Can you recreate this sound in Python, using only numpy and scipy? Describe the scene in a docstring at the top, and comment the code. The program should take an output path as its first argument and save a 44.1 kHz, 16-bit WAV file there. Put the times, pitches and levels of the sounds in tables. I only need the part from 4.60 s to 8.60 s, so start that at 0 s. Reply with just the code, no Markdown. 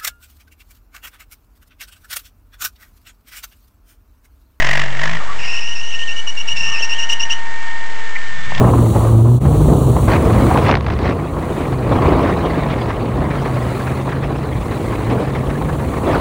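"""A slipping belt squeals on an off-road vehicle, breaking into about ten chirps a second.
Just before that, a dab of throttle makes the exhaust rasp, one puff of gas for each engine firing.
The vehicle crawls over a snowy forest track, some way from a small camera. A pump whines
throughout over the churn of engine and tyres, and the body knocks as it comes nearer."""
import sys
import numpy as np
from scipy import signal
from scipy.fft import rfft, irfft
from scipy.io import wavfile

SR = 44100
rng = np.random.default_rng(int(sys.argv[2]) if len(sys.argv) > 2 else 0)


def digitize_waveform(pressure):
    """Quantize a signal to 16-bit integers and store it at the path in sys.argv[1].

    Rows of a 2-D input are taken as channels; values are limited to [-1, 1].
    """
    field = np.atleast_2d(pressure).T
    bounded = np.clip(field, -1, 1)
    quanta = np.round(bounded * 32767).astype(np.int16)
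    wavfile.write(sys.argv[1], SR, quanta)


N = 176400  # 4 seconds


def amp(db):
    """Turns decibels into a number to multiply by."""
    return 10 ** (np.asarray(db) / 20)


def unit(x):
    """Scales a sound to an average strength (rms) of 1."""
    return x / np.sqrt(np.mean(x ** 2) + 1e-20)


def curve(rows, column=1):
    """Joins a table's points with straight lines, giving one value per sample."""
    rows = np.array(rows)
    return np.interp(np.arange(N) / SR, rows[:, 0], rows[:, column])


def add(mix, start_s, sound):
    """Mixes a sound in at a given time."""
    part = mix[max(round(start_s * SR), 0):][:len(sound)]
    part += sound[:len(part)]


def noise(gain, size=N):
    """Noise whose strength at each frequency f follows gain(f)."""
    f = np.fft.rfftfreq(N, 1 / SR) + 1
    spectrum = rfft(rng.standard_normal(N)) * gain(f)
    return unit(irfft(spectrum, N))[:size]


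def colour(points):
    """Turns rows of f/Hz, level/dB into a gain for noise()."""
    hz, db = np.transpose(points)
    return lambda f: amp(np.interp(np.log(f), np.log(hz + 1), db))


def wander(hz):
    """A smooth random wobble, up to about hz times a second."""
    return noise(lambda f: 1 / (1 + (f / hz) ** 4))


def band(hz, width_hz, size=N):
    """Noise gathered around one pitch."""
    return noise(lambda f: 1 / (1 + (2 * (f - hz) / width_hz) ** 2), size)


def low_pass(x, hz, size):
    """Cuts the treble above hz; a larger size cuts more steeply."""
    taps = signal.firwin(size, hz, window=("kaiser", 7), fs=SR)
    return signal.oaconvolve(x, taps[None], "same")


def churn(low_hz=900, high_hz=3000, grain_db=0.94):
    """Engine clatter and tyres in slush: three bands of grainy noise over a low rumble."""
    # tone colour of the churn: f/Hz, level/dB
    churn_colour = [(120, -58.5), (200, -22), (272, -24), (453, -20.5), (802, -16.5), (908, -12),
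                    (1220, -14.5), (1400, -11.5), (1710, -10), (1850, -6.5), (2030, -11), (2260, -9),
                    (2550, -18.5), (2800, -12.5), (8000, -18.5), (10400, -23.5), (17600, -120)]
    # band levels before the trims: t/s, low/dB, middle/dB, treble/dB
    levels = [(0.62, -33.5, -39.5, -40), (0.86, -36, -39.5, -37), (1.12, -42, -45.5, -42.5),
              (1.42, -40, -46, -38.5), (1.87, -41.5, -44.5, -42), (2.2, -38.5, -41, -39.5),
              (2.51, -39, -41, -42), (3.01, -40.5, -40, -40), (3.31, -38.5, -40, -40),
              (3.84, -40.5, -38.5, -39), (4.0, -27, -35, -37.5)]
    # trim added to each band: low/dB, middle/dB, treble/dB
    trims = [-2.5, 6.5, -2.5]
    # tone colour of the rumble: f/Hz, level/dB
    rumble_colour = [(25, -12.5), (45, -7), (70, -6.5), (100, -5), (140, -1.5), (185, -7), (230, -18),
                     (320, -27), (600, -59.5), (1500, -110)]
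    # loudness of the rumble: t/s, level/dB
    rumble_level = [(0, -38.5), (.7, -46.5), (1.1, -49.5), (1.87, -55), (1.92, -39.5), (2.08, -40.5),
                    (2.2, -49.5), (3.65, -50), (3.74, -40), (4, -25.5)]
    shape = colour(churn_colour)
    below = lambda f, hz: 1 / (1 + (f / hz) ** 8)
    shares = [lambda f: below(f, low_hz),
              lambda f: (1 - below(f, low_hz)) * below(f, high_hz),
              lambda f: 1 - below(f, high_hz)]
    wash = np.zeros(N)
    for k, share in enumerate(shares):
        hiss = noise(lambda f: shape(f) * np.sqrt(share(f)))
        wash += amp(curve(levels, column=k + 1) + trims[k]) * hiss
    grain = amp(grain_db * wander(hz=120))
    rumble = amp(curve(rumble_level)) * noise(colour(rumble_colour))
    return wash * grain + rumble


def pump(waver=0.0013, shimmer_db=0.64, fading_db=6.0):
    """A pump whines in harmonics (multiples of one pitch) that fade in and out as the vehicle turns."""
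    # pitch of the fourth harmonic, the strongest: t/s, f/Hz
    fourth_pitch = [(0, 1838), (.7, 1840), (1.05, 1856), (1.35, 1839), (1.6, 1822), (1.88, 1812),
                    (2.1, 1816), (2.35, 1834), (2.7, 1834), (3.3, 1829), (3.55, 1806), (3.75, 1803),
                    (4, 1808)]
    # its loudness: t/s, level/dB
    fourth_level = [(0.8, -40.5), (0.91, -34.5), (1.31, -38), (1.36, -30.5), (1.47, -28), (1.78, -46),
                    (2.06, -29), (2.84, -31.5), (3.14, -28), (3.4, -34.5), (3.43, -30), (4.0, -31)]
    # loudness of the second harmonic: t/s, level/dB
    second_level = [(0, -42.5), (1, -48.5), (1.7, -50.5), (2.1, -39.5), (2.85, -34.5), (3.4, -37.5),
                    (3.7, -48.5), (4, -56)]
    # faint harmonics, before their random fading: multiple, level/dB
    faint_harmonics = [(1, -54), (3, -59), (5, -49), (6, -51.5)]
    base_hz = curve(fourth_pitch) / 4 * (1 + waver * wander(hz=37))
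    angle = 2 * np.pi * np.cumsum(base_hz) / SR
    fourth = amp(curve(fourth_level)) * np.sin(4 * angle)
    second = amp(curve(second_level)) * np.sin(2 * angle)
    faint = sum(amp(db + fading_db * wander(hz=2.56)) * np.sin(k * angle) for k, db in faint_harmonics)
    shimmer = amp(shimmer_db * wander(hz=30.2))
    return np.sqrt(2) * ((fourth + second) * shimmer + faint)


def squeaks(tone_over_hiss_db=3.5):
    """Belt and chassis squeak and groan over the ruts: each a wobbly tone in a narrow hiss."""
    # squeaks: t/s, length/s, level/dB, f/Hz, width/Hz
    events = [(0.587, 0.053, -27.5, 1155, 130), (.666, 0.092, -28.5, 1184, 129),
              (0.811, 0.076, -31, 2220, 350), (0.818, 0.077, -36.5, 5000, 600),
              (2.048, 0.15, -35.5, 1182, 189), (3.552, 0.023, -20.5, 2180, 280),
              (3.701, 0.22, -42, 3515, 39.5)]
    out = np.zeros(N)
    for start, length, db, hz, width in events:
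        size = round(length * SR)
        pitch = hz + width / 2 * wander(hz=width)[:size]
        tone = amp(tone_over_hiss_db) * unit(np.sin(2 * np.pi * np.cumsum(pitch) / SR))
        swell = np.sqrt(np.hanning(size))
        add(out, start, amp(db) * swell * unit(tone + band(hz, width, size)))
    return out


def knocks(clack_at_s=3.9218, clack_db=-9.5, clack_hz=830, clack_width_s=0.0008):
    """The body knocks over the ruts: quickly dying bursts of noise and one hollow clack."""
    # knocks: t/s, level/dB, f/Hz, width/Hz, decay/s
    events = [(1.673, -27.5, 1350, 1790, 0.0056), (1.97, -21, 3420, 3000, 0.003),
              (2.206, -30, 525.5, 380, 0.01), (3.915, -24, 2226, 2500, 0.0041),
              (3.949, -18.5, 2863, 2470, 0.003), (3.979, -19, 2390, 3420, 0.0046)]
    out = np.zeros(N)
    t = np.arange(SR // 20) / SR
    for start, db, hz, width, decay in events:
        fade = np.exp(-t / decay)
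        burst = unit(fade * band(hz, width, len(t)))
        add(out, start, amp(db) * np.sqrt(np.mean(fade ** 2)) * burst)
    since = np.arange(N) / SR - clack_at_s
    clack = np.exp(-(since / clack_width_s) ** 2) * np.sin(2 * np.pi * clack_hz * since)
    return out + amp(clack_db) * clack


def exhaust(puff_at=0.11, half_width=0.2, shrink=0.12, between_puffs=0.32, pipe_db=-1):
    """Each engine firing lets out a puff of rasping gas that rings the pipe, over a low drone."""
    # engine speed, as firings a second: t/s, f/Hz
    firing_rate = [(0, 42.5), (.12, 47.3), (.2, 48.2), (.33, 43.8), (.38, 44.6), (.46, 50.5), (.55, 54.5),
                   (.62, 51), (.9, 36), (4, 36)]
    # loudness of the rasp: t/s, level/dB
    rasp_level = [(0, -21), (.12, -20.5), (.225, -22), (.28, -34.5), (.34, -34), (.44, -21.5), (.5, -26.5),
                  (.58, -30), (.66, -75), (.9, -86)]
    # tone colour of the rushing gas: f/Hz, level/dB
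    gas_colour = [(150, -36.5), (250, -18), (480, -22.5), (670, -6.5), (775, -18), (949, -10.5),
                  (1530, -15.5), (1800, -3.5), (2230, -11.5), (2980, -12.5), (4350, -25), (5250, -22),
                  (8000, -34), (10400, -64), (17600, -120)]
    # loudness of the drone: t/s, level/dB
    drone_level = [(0, -32), (.2, -26.5), (.31, -33.5), (.48, -28), (.56, -28.5), (.63, -46.5), (.8, -43),
                   (1, -55), (1.3, -60)]
    # tones in the drone: multiple of the firing rate, relative level/dB
    drone_tones = [(2, -7.5), (3, 1.5), (4, -8.5), (5, -27), (6, -31.5)]
    # throb at the firing rate itself, which outlasts the throttle: t/s, level/dB
    throb_level = [(0, -28), (.3, -48), (.75, -39.5), (1.05, -53), (1.4, -72)]
    cycles = np.cumsum(curve(firing_rate)) / SR
    from_puff = (cycles - puff_at + 0.5) % 1 - 0.5  # in cycles, as are puff_at and half_width
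    rasp_db = curve(rasp_level)
    width = half_width * amp(shrink * (rasp_db - rasp_db.max()))  # a weaker puff is shorter
    puffs = between_puffs + np.exp(-(from_puff / width) ** 4)
    puffs /= np.sqrt(2 * width + between_puffs ** 2)  # width barely changes the loudness
    gas = noise(colour(gas_colour)) + amp(pipe_db) * band(hz=1880, width_hz=350)
    drone = unit(sum(amp(db) * np.sin(2 * np.pi * (k * cycles + rng.random())) for k, db in drone_tones))
    throb = unit(np.sin(2 * np.pi * cycles))
    return amp(rasp_db) * puffs * gas + amp(curve(drone_level)) * drone + amp(curve(throb_level)) * throb


def belt(rise=0.017, jitter_share=0.015, flutter_db=2.5, rough_hz=216, edge_s=0.011, scrape_db=-14):
    """The belt sticks and slips: each chirp sags in pitch and rises; a rough one smears into hiss."""
    # chirps: t/s, length/s, level/dB, midway f/Hz, relative octave level/dB,
    # midway dip of the main tone/dB, upward bend at both ends (share of the pitch)
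    chirps = [(0.781, 0.091, -29, 2700, -12, 2, 0.041), (.867, 0.073, -25, 2694, -8, 1, 0.014),
              (.925, 0.079, -23, 2727, -10, 4.5, 0.023), (1, .085, -30, 2755, -4, -1.5, 0.0228),
              (1.065, 0.084, -28, 2800, -8.5, 3, 0.035), (1.146, 0.079, -27.5, 2684, -6.5, 4.5, 0.083),
              (1.223, 0.097, -30.5, 2845, -7.5, -2.5, 0.039), (1.313, 0.065, -28, 2760, -9.5, -7.5, 0.049),
              (1.383, 0.065, -25.5, 2855, -15, 0, 0.059), (1.467, 0.071, -27, 2757, -10.5, -6, 0.11),
              (1.556, 0.058, -25, 2887, -12, 0.5, 0.038), (1.664, 0.048, -23.5, 2856, -8, 1, 0.033),
              (1.763, 0.063, -24.5, 2794, -10.5, 3, 0.029), (1.869, 0.069, -20, 2800, -11, 6.5, 0.021),
              (1.956, 0.072, -20.5, 2724, -9, 10.5, 0.043), (2.018, 0.094, -21.5, 2786, -8, 0, 0.034),
              (2.112, 0.11, -23.5, 2678, -8, -0.5, 0.16), (2.217, 0.044, -17.5, 2703, -5.5, 4.5, 0.052),
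              (2.288, .066, -22.5, 2770, -7.5, -3.5, .06), (2.352, 0.03, -26.5, 3110, -17, 4, 0.015),
              (2.378, 0.077, -20.5, 2815, -10, 7, 0.049), (2.487, 0.058, -13.5, 2805, -13.5, 23, 0.067),
              (2.593, 0.055, -20, 2773, -5, 13, 0.055), (2.695, 0.046, -16, 2840, -11, 5, 0.053)]
    # the squeal starts hoarse and cleans up: t/s, roughness (0 to 1)
    roughness = [(.78, 0.82), (1.5, 0.24), (1.9, 0.14), (2.05, 0.44), (2.18, 0.22), (2.7, 0.22)]
    out = np.zeros(N)
    jitter = jitter_share * wander(hz=143)
    flutter = {k: amp(flutter_db * wander(hz=113)) for k in (1, 2)}
    # a two-part (complex) wobble shakes both strength and phase, blurring a tone
    smear = {k: (wander(rough_hz * k) + 1j * wander(rough_hz * k)) / np.sqrt(2) for k in (1, 2)}
    scrape = amp(scrape_db) * rng.standard_normal(N)
    for start, length, db, hz, octave_db, dip_db, bend in chirps:
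        t = np.arange(0, length, 1 / SR)
        at = round(start * SR) + np.arange(len(t))
        place = 2 * t / length - 1  # -1 at the start, +1 at the end
        pitch = hz * (1 + bend * place ** 2 + rise * place + jitter[at])
        angle = 2 * np.pi * np.cumsum(pitch) / SR
        rough = curve(roughness)[at[0]]
        harmonics = []
        for k in (1, 2):
            clean = (1 - rough) ** k
            wobble = np.sqrt(clean) * flutter[k][at] + np.sqrt(1 - clean) * smear[k][at]
            harmonics.append(unit((wobble * np.exp(1j * k * angle)).real))
        tone, octave = harmonics
        fade = np.clip(np.minimum(t, length - t) / edge_s, 0, 1)
        dip = amp(-dip_db * np.exp(-(place / 0.25) ** 2))
        add(out, start, amp(db) * fade * (dip * tone + amp(octave_db) * octave + scrape[at]))
    return out


def forest(x, echo_db=-8, fade_s=0.21):
    """Ground and trunks scatter short echoes, which fall by 60 dB in fade_s."""
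    t = np.arange(SR // 2) / SR
    echoes = rng.standard_normal(len(t)) * (rng.random(len(t)) < 1 / 20)
    echoes *= np.exp(-np.log(1000) * t / fade_s)
    return amp(echo_db) * signal.fftconvolve(x, echoes / np.linalg.norm(echoes))[:N]


def scene():
    """All sources meet at one microphone; only the belt's chirps echo."""
    squeal = belt()
    mix = exhaust() + pump() + squeal + forest(squeal) + churn() + squeaks() + knocks()
    return mix[None]


def record(dry, offset=-0.401, limit=0.7):
    """The camera misses the high treble; its signal sits off-centre, so loud peaks clip on one side."""
    heard = low_pass(dry, hz=8200, size=151)
    clipped = np.clip(heard, -limit - offset, limit - offset)
    return low_pass(clipped, hz=15900, size=301) + offset


dry = scene()
out = record(dry)
digitize_waveform(out)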